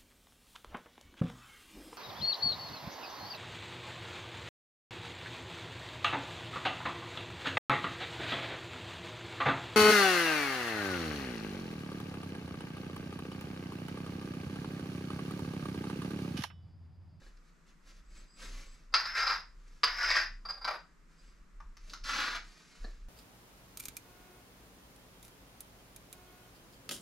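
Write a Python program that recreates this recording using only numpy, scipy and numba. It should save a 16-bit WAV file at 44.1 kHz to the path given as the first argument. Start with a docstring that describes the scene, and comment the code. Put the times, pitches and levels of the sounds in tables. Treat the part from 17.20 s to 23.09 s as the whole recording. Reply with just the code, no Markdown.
"""A small hard tool marks a concrete ball in the corner of a garage.
First sleeves rustle, loose grit cracks and the tool sings faintly as it slides in the fingers.
From 1.7 s, two long scratches: the tip taps down, grinds over the grit and rings near 5 kHz.
Short jabs follow at 3.2 s; more grit cracks, and at 4.8 s a hand sweeps over the stone.
A last rustle and a soft bump close. A low rumble and faint room hiss lie under it all."""
import sys
import numpy as np
from scipy import signal
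from scipy.fft import rfft, irfft, next_fast_len
from scipy.io import wavfile
from scipy.ndimage import uniform_filter1d
from numba import njit

SR = 44100
rng = np.random.default_rng(int(sys.argv[2]) if len(sys.argv) > 2 else 0)


def pcm_store(signal):
    """Save signal as 16-bit PCM."""
    levels = np.round(np.clip(np.atleast_2d(signal), -1, 1) * 32767)
    wavfile.write(sys.argv[1], SR, levels.astype(np.int16).T)


N = 259562
FIRM_DB = -29.5   # reference level of a firm stroke
GRIT_DB_PER_DB = 0.58   # growth of the grit hiss with pressure


def scratching():
    """Long strokes: pressure sets every level, damps the tool and pulls its note down."""
    # one curve per stroke: (time [s], pressure as level [dB], grinding centre [Hz])
    strokes = [
        [(1.765, -34, 1440), (1.843, -47.5, 1380), (1.855, -39, 1430), (1.929, -49.5, 1730), (1.941, -38, 1480),
         (1.991, -28.5, 1600), (2.029, -37.5, 1370), (2.105, -29.5, 1310), (2.145, -38.5, 1290),
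         (2.21, -61, 1380)],
        [(2.665, -38, 1510), (2.745, -45, 1640), (2.817, -33.5, 1530), (2.841, -28.5, 1480), (2.863, -35, 1570),
         (2.909, -27, 1730), (2.935, -35, 1810), (2.953, -25, 1660), (3.031, -38, 1540), (3.085, -65.5, 1600)],
    ]
    landing_hz, biting_hz, bite_s, sag_hz_per_s, pull_hz_per_db = 4600, 5090, 0.09, 800, 8
    out = 0
    for stroke in strokes:
        contact, pressure_db = span(stroke, fade_s=0.021), control(stroke, column=1)
        age_s = np.clip(np.arange(N) / SR - stroke[0][0], 0, 1)
        extra_db = pressure_db - FIRM_DB
        rise_hz = np.interp(age_s, [0, bite_s], [landing_hz, biting_hz])
        sag_hz = sag_hz_per_s * np.maximum(age_s - bite_s, 0)
        out += scrape(grind_gain=contact * from_db(pressure_db + 1.5),
                      ring_gain=contact * from_db(-35.5 + 0.86 * extra_db),
                      grit_gain=contact * from_db(-46 + GRIT_DB_PER_DB * extra_db),
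                      low_gain=contact * from_db(-46.5 + 1.8 * extra_db),
                      grind_hz=control(stroke, column=2),
                      ring_hz=rise_hz - sag_hz - pull_hz_per_db * extra_db,
                      ring_width_hz=np.interp(pressure_db, [-48, -28], [330, 700]))
    return out


def scrape(grind_gain, ring_gain, grit_gain, low_gain, grind_hz, ring_hz, ring_width_hz):
    """The tip rattles over stone: it grinds, the tool rings, grit hisses, the stone scrapes low."""
    # spectra of grit hiss and low scrape: (frequency [Hz], density [dB])
    grit_spectrum = [(150, -52.5), (330, -12), (600, -2), (1100, 13), (2200, -4.5), (2900, -9.5),
                     (3800, 5.5), (4700, -20), (5700, -17), (7000, -22), (9000, -18.5), (12300, -9.5),
                     (13600, -33.5)]
    low_spectrum = [(120, -33), (260, -21.5), (500, -6), (800, -1), (1200, -3), (3000, -33.5)]
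    hits = grains(per_s=10000, spread_db=3, judder_db=2.5, judder_hz=230)
    grind = from_db(-3) * resonate(hits * grind_gain, grind_hz, width_hz=1020)
    ring = resonate(hits * ring_gain, ring_hz, ring_width_hz)
    return grind + ring + colour(hits * grit_gain, grit_spectrum) + colour(hits * low_gain, low_spectrum)


def tapping():
    """The tip lands or catches: the stone knocks, the tool rings, crushed grit adds a crisp edge."""
    # tip impacts: (time [s], level [dB], ring offset [dB])
    taps = [(1.74, -7.5, -5), (1.75, -19.5, 4), (1.855, -29.5, -1), (2.074, -18, -8.5), (2.1, -21.5, -21),
            (2.634, -12, -8), (2.638, -13.5, -6), (2.903, -20, -13), (2.953, -20, -18), (3.446, -31, 0)]
    # spectra of knock and edge: (frequency [Hz], density [dB])
    knock_spectrum = [(150, -36.5), (400, -18.5), (800, -9.5), (1150, 4), (1900, -6), (2400, -5),
                      (3100, -7.5), (4200, -5.5), (5100, -13), (5700, -26.5), (9000, -43), (14000, -60)]
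    edge_spectrum = [(2000, -32.5), (5500, -0.5), (7500, -31.5), (9000, -26.5), (12300, -21),
                     (14000, -65.5)]
    knock = from_db(11) * colour(touches(taps, crush_s=0.0039), knock_spectrum)
    ring = from_db(17.5) * resonate(touches(taps, crush_s=0.0018, offset_column=2), 4810, width_hz=480)
    edge = from_db(-19) * colour(touches(taps, crush_s=0.001), edge_spectrum)
    return knock + ring + edge


def jabbing():
    """Jabs bite, hold briefly and let go; a light one is grittier and leaves the tool's note narrow."""
    # tip jabs: (start [s], length [s], level [dB], ring offset [dB])
    jabs = [(1.722, .012, -58, 8.5), (3.249, 0.0071, -45, 5), (3.282, 0.02, -42, 6),
            (3.337, 0.015, -58.5, -1), (3.371, 0.007, -56.5, 6), (3.41, 0.015, -55.5, 8),
            (3.443, 0.0058, -26.5, -12.5), (3.474, 0.0087, -27.5, -8), (3.502, 0.0095, -30.5, -12.5),
            (3.535, 0.022, -45, -11)]
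    attack_s, release_s = 0.004, 0.006
    t, grind, ring = np.arange(N) / SR, 0, 0
    for start_s, length_s, level_db, ring_db in jabs:
        attack = np.clip((t - start_s) / attack_s, 0, 1)
        release = np.exp(-np.clip((t - start_s - length_s) / release_s, 0, 20))
        gain = from_db(level_db) * attack * release
        grind += gain
        ring += gain * from_db(ring_db)
    crush = (grind / from_db(FIRM_DB)) ** GRIT_DB_PER_DB
    return scrape(grind, ring, grit_gain=crush * from_db(-48.5), low_gain=crush * from_db(-43),
                  grind_hz=1130, ring_hz=4816,
                  ring_width_hz=np.interp(grind, from_db([-42, -28]), [190, 520]))


def sweeping():
    """A hand brushes the concrete: a dull rub, and a hiss of dust that thins as it is wiped away."""
    # effort of the hand: (time [s], level [dB])
    effort = [(4.845, -48.5), (4.899, -37.5), (4.919, -39.5), (5.005, -33), (5.143, -44.5), (5.153, -34.5),
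              (5.2, -62)]
    # spectra of palm and dust: (frequency [Hz], density [dB])
    palm_spectrum = [(100, -34), (230, -15), (450, -18), (750, -14.5), (1100, -6), (1500, 0), (2100, -7),
                     (2800, -12), (4500, -11), (8000, -36)]
    dust_spectrum = [(1000, -18), (2600, -6.5), (3800, -2), (5000, -1), (6300, -7), (8000, -17),
                     (10000, -22.5), (12500, -27), (14500, -57)]
    firm_dust_db, dust_db_per_db, thinning_db_per_s = -36, 0.53, 27.5
    effort_db = control(effort, column=1)
    age_s = np.maximum(np.arange(N) / SR - effort[0][0], 0)
    dust_db = firm_dust_db + dust_db_per_db * (effort_db - FIRM_DB) - thinning_db_per_s * age_s
    rub = grains(per_s=7600, spread_db=3, judder_db=1.5, judder_hz=140)
    rub *= from_db(effort_db) * span(effort, fade_s=0.0061)
    dust = grains(per_s=12000, spread_db=4, judder_db=1.5, judder_hz=140)
    dust *= from_db(dust_db) * span(effort, fade_s=0.012)
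    return from_db(0.7) * colour(rub, palm_spectrum) + colour(dust, dust_spectrum)


def crackling():
    """Loose grit breaks under the fingers with a bright snap and knocks on the stone."""
    # breaking grains: (time [s], level [dB], knock offset [dB])
    cracks = [(0.171, -55.5, -23), (1.429, -56, -9), (1.6327, -60.5, -13), (4.4034, -52.5, 16.5),
              (4.5695, -39.5, -9.5), (4.6977, -35.5, -23), (4.7351, -29, -3), (4.8394, -35, -15),
              (4.8946, -30, -4), (5.1498, -35.5, 0.5)]
    # snap spectrum: (frequency [Hz], density [dB])
    snap_spectrum = [(700, -23.5), (1500, 2.5), (3000, -2.5), (5500, 4), (8000, -20), (12500, -20),
                     (14000, -26)]
    snap = from_db(10) * colour(touches(cracks, crush_s=0.0014), snap_spectrum)
    knock = from_db(11) * resonate(touches(cracks, crush_s=0.0039, offset_column=2), 1227, width_hz=670)
    return snap + knock


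def bumping():
    """Shifting weight gives soft thuds with a faint lasting ring."""
    # soft impacts: (time [s], level [dB], ring offset [dB])
    bumps = [(0.017, -54.5, -15), (0.065, -56.5, -12), (1.224, -44, -4), (5.644, -40.5, 6),
             (5.68, -54.5, -6)]
    # thud spectrum: (frequency [Hz], density [dB])
    thud_spectrum = [(90, -12), (165, 0.5), (280, 0.5), (420, 4.5), (580, 0), (850, -9.5), (1450, -8),
                     (1750, 6.5), (2200, -19), (3200, -28), (4200, -3.5), (5000, -18), (12000, -53)]
    thud = from_db(18.5) * colour(touches(bumps, crush_s=0.0046), thud_spectrum)
    ring = from_db(-3.5) * resonate(touches(bumps, crush_s=0.00027, offset_column=2), 1730, width_hz=8.5)
    return thud + ring


def rustling():
    """Sleeve fibres slip over each other as the arms move."""
    # arm movements: (centre [s], swell time [s], level [dB])
    moves = [(.05, 0.042, -67), (.27, .025, -73.5), (.49, 0.019, -68), (.69, 0.032, -61), (.77, 0.021, -65),
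             (.975, 0.053, -62.5), (1.245, 0.041, -50), (1.375, 0.061, -54.5), (1.52, 0.075, -66),
             (2.53, 0.1, -69), (3.92, .02, -71), (4.05, 0.082, -70), (4.71, 0.053, -59),
             (5.33, 0.14, -63.5), (5.56, 0.16, -63)]
    # cloth spectrum: (frequency [Hz], density [dB])
    cloth_spectrum = [(100, -24.5), (160, 5), (250, -3), (400, -4.5), (550, -5.5), (800, -13), (1300, -5),
                      (2400, -5), (3200, -8), (4600, -6.5), (7000, -9), (9000, -18), (12000, -20.5),
                      (14000, -39)]
    fibres = grains(per_s=12000, spread_db=2.5, judder_db=1.5, judder_hz=90)
    return colour(fibres * swells(moves), cloth_spectrum)


def singing():
    """Sliding fingers excite the two lowest modes of the barely damped tool."""
    # finger slides: (centre [s], swell time [s], level [dB], second mode offset [dB])
    slides = [(.92, 0.055, -80, 3), (.985, 0.012, -69.5, 8), (1.19, 0.069, -65, -2), (1.5, .045, -75, 6),
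              (3.99, 0.021, -70.5, -6), (4.085, .02, -75.5, -1)]
    slip = rng.standard_normal(N)
    first = resonate(slip * swells(slides), 4870, width_hz=170)
    second = resonate(slip * swells(slides, offset_column=3), 7750, width_hz=260)
    return first + second


def garage(x, tail_db, corner_db, side_db):
    """Echoes, corner ringing and a diffuse tail; the paths change as the hand moves round the ball."""
    # corner resonances: (frequency [Hz], level [dB])
    modes = [(1162, 4.5), (1256, 1), (1350, 11), (1557, -2.5), (1605, -0.5), (1685, 1), (1916, -4),
             (2361, 4.5), (2504, -1.5), (2960, 0.5), (4571, 6.5), (4675, -3), (4967, 0.5), (5124, -5.5)]
    hand_step_s, corner_decay_s = 0.22, 0.017
    t, step = np.arange(SR // 2) / SR, round(hand_step_s * SR)
    corner = sum(from_db(corner_db + db) * np.cos(2 * np.pi * hz * t) for hz, db in modes)
    corner *= np.exp(-t / corner_decay_s)
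    out = np.zeros((2, N + step + len(t)))
    for start in range(0, N, step):
        tail, side = from_db(tail_db) * diffuse_tail(t)
        mid = reflections(t, wander=0.15) + corner + tail
        response = stereo(mid, from_db(side_db) * side) / np.linalg.norm(mid)
        heard = signal.fftconvolve(x[None, start:start + step], response, axes=1)
        out[:, start:start + heard.shape[1]] += heard
    return out[:, :N]


def reflections(t, wander):
    """Direct sound and first echoes, each delay varied at random by up to the fraction wander."""
    # floor and wall echoes: (delay [s], level [dB])
    echoes = [(.0037, 3.5), (.0062, -12.5), (0.0103, -5.5)]
    out = (t == 0) * 1.0
    for (delay_s, db), shift in zip(echoes, rng.uniform(-1, 1, len(echoes))):
        out[max(round(delay_s * (1 + wander * shift) * SR), 1)] += from_db(db)
    return out


def diffuse_tail(t):
    """Mid and side reverberation that dies soonest in the high treble."""
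    # garage decay: (frequency [Hz], T60 [s])
    t60 = [(200, 0.25), (1400, 0.28), (5000, 0.3), (12000, 0.1)]
    build_s, edges_hz = 0.009, np.geomspace(100, 16000, 7)
    centres_hz = np.sqrt(edges_hz[1:] * edges_hz[:-1])
    white = rfft(rng.standard_normal((2, len(t))))
    band = np.digitize(np.arange(white.shape[1]) * SR / len(t), edges_hz[1:-1])
    tail = sum(irfft(white * (band == k), len(t)) * from_db(-60 * t / at_hz(t60, hz))
               for k, hz in enumerate(centres_hz))
    tail *= np.clip(t / build_s, 0, 1)
    return tail / np.linalg.norm(tail[0])


def ports(x):
    """The two microphone ports hear the stone with slightly different phase and colour."""
    # phase between ports: (frequency [Hz], left lead [rad])
    lead = [(150, 0), (600, 0.18), (1200, -0.33), (1900, 0.63), (3100, -1.4), (3900, .5), (4900, 0.15),
            (7000, .5), (12000, 1)]
    # balance of ports: (frequency [Hz], left minus right [dB])
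    balance = [(150, -1.25), (600, .5), (1400, 2), (2800, .6), (4800, -1.2), (8000, 1), (12000, 1.6)]
    size = next_fast_len(N + SR // 10)
    hz = np.arange(size // 2 + 1) * SR / size
    left = np.sqrt(from_db(at_hz(balance, hz))) * np.exp(0.5j * at_hz(lead, hz))
    return irfft(rfft(x, size) * np.array([left, 1 / left]), size)[:, :N]


def background():
    """A swelling low rumble, alike on both sides, and the steady hiss of the room."""
    # spectra of rumble and hiss: (frequency [Hz], density [dB])
    rumble_spectrum = [(12, -22.5), (24, -5.5), (30, 8.5), (37, -5.5), (46, -13), (57, -17), (70, -32.5),
                       (110, -48.5), (200, -81.5)]
    hiss_spectrum = [(30, 6.5), (55, 3.5), (85, -11.5), (115, -7.5), (165, 6), (215, -1), (330, -5.5),
                     (780, -16.5), (1200, -7), (2000, -12), (3200, -22), (7500, -22), (9500, -31.5),
                     (14000, -36)]
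    # rumble envelope: (time [s], level [dB])
    rumble_curve = [(0.0, -61), (0.06, -51.5), (0.41, -67), (1.01, -47), (1.1, -68.5), (1.29, -42.5),
                    (1.66, -55), (2.72, -53), (3.0, -44), (3.74, -64.5), (4.62, -46), (4.77, -58),
                    (4.84, -40.5), (5.06, -58), (5.2, -44.5), (5.51, -90), (5.62, -42.5), (5.89, -48)]
    low, mid, side = rng.standard_normal((3, N))
    rumble = colour(low, rumble_spectrum)
    rumble /= np.sqrt(uniform_filter1d(rumble ** 2, SR // 4) + 1e-6)   # even out over 0.25 s
    hiss = stereo(colour(mid, hiss_spectrum), from_db(-4.5) * colour(side, hiss_spectrum))
    return rumble * from_db(control(rumble_curve, column=1)) + from_db(-67) * hiss


def grains(per_s, spread_db, judder_db, judder_hz):
    """Tiny collisions of uneven size, bunched by stick and slip; rms 1."""
    sizes = from_db(spread_db * np.minimum(rng.exponential(1, N), 4)) * rng.choice([-1, 1], N)
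    hits = rng.random(N) < per_s / SR
    return rms_one(sizes * hits * from_db(judder_db * drift(judder_hz)))


def touches(events, crush_s, offset_column=None):
    """A click with a short crunch of grit for each row (time [s], level [dB], ...)."""
    t, out = np.arange(1024) / SR, np.zeros(N)
    for row, noise in zip(events, rng.standard_normal((len(events), len(t)))):
        crunch = noise * np.exp(-t / crush_s)
        touch = 0.79 * crunch / np.linalg.norm(crunch) + (t == 0)
        start = round(row[0] * SR)
        out[start:start + len(t)] += touch * from_db(row[1] + (row[offset_column] if offset_column else 0))
    return out


def swells(rows, offset_column=None):
    """Gain of bell-shaped movements (centre [s], swell time [s], level [dB], ...), summed in power."""
    t, power = np.arange(N) / SR, 0
    for row in rows:
        gain = from_db(row[2] + (row[offset_column] if offset_column else 0))
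        power += gain ** 2 * np.exp(-np.minimum(((t - row[0]) / row[1]) ** 2, 20))
    return np.sqrt(power)


def span(rows, fade_s):
    """1 while a curve lasts, fading out beyond its ends."""
    t = np.arange(N) / SR
    return np.clip(1 + np.minimum(t - rows[0][0], rows[-1][0] - t) / fade_s, 0, 1)


def control(rows, column):
    """One column of a time curve at every sample."""
    rows = np.array(rows)
    return np.interp(np.arange(N) / SR, rows[:, 0], rows[:, column])


def drift(rate_hz):
    """Random wander of rms 1."""
    knots = rng.standard_normal(4096)
    return rms_one(np.interp(np.arange(N) * rate_hz / SR % 4095, np.arange(4096), knots))


def resonate(x, hz, width_hz):
    """Two resonators in series, each width_hz wide; white noise keeps its power."""
    angle = np.full(N, 2 * np.pi * hz / SR)
    radius = np.full(N, np.exp(-np.pi * width_hz / SR))
    return two_pole(two_pole(x, angle, radius), angle, radius) * np.sqrt(2 * SR / (np.pi * width_hz))


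@njit
def two_pole(x, angle, radius):
    """Resonator whose centre and damping move from sample to sample."""
    y = np.zeros(len(x))
    for i in range(2, len(x)):
        drive = (1 - radius[i] ** 2) / 2 * (x[i] - x[i - 2])
        y[i] = drive + 2 * radius[i] * np.cos(angle[i]) * y[i - 1] - radius[i] ** 2 * y[i - 2] + 1e-18
    return y


def colour(x, spectrum):
    """Minimum-phase filter of the given spectral shape; white noise keeps its power."""
    size = 16384
    gain = rms_one(from_db(at_hz(spectrum, np.arange(size // 2 + 1) * SR / size)))
    cepstrum = irfft(np.log(gain))
    cepstrum[1:size // 2] *= 2
    cepstrum[size // 2 + 1:] = 0
    return signal.fftconvolve(x, irfft(np.exp(rfft(cepstrum))))[:N]


def at_hz(points, hz):
    """Read a table on a log-frequency axis."""
    knots_hz, values = np.transpose(points)
    return np.interp(np.log(np.maximum(hz, 1)), np.log(knots_hz), values)


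def from_db(db):
    """Decibels to gain."""
    return 10 ** (np.asarray(db) / 20)


def rms_one(x):
    """Scale to rms 1."""
    return x / np.sqrt(np.mean(x ** 2) + 1e-20)


def stereo(mid, side):
    """Left and right from mid and side."""
    return np.array([mid + side, mid - side])


def scene():
    """All handwork happens at the stone, in the corner of the garage."""
    tool = scratching() + jabbing() + singing() + tapping()
    handwork = tool + crackling() + sweeping() + rustling() + bumping()
    return ports(garage(handwork, tail_db=0, corner_db=-50.5, side_db=-8)) + background()


def record(dry):
    """A steep low-pass cuts the top treble."""
    stop_hz = 14800
    return signal.sosfilt(signal.cheby2(14, 60, stop_hz, fs=SR, output="sos"), dry)


dry = scene()
out = record(dry)
pcm_store(out)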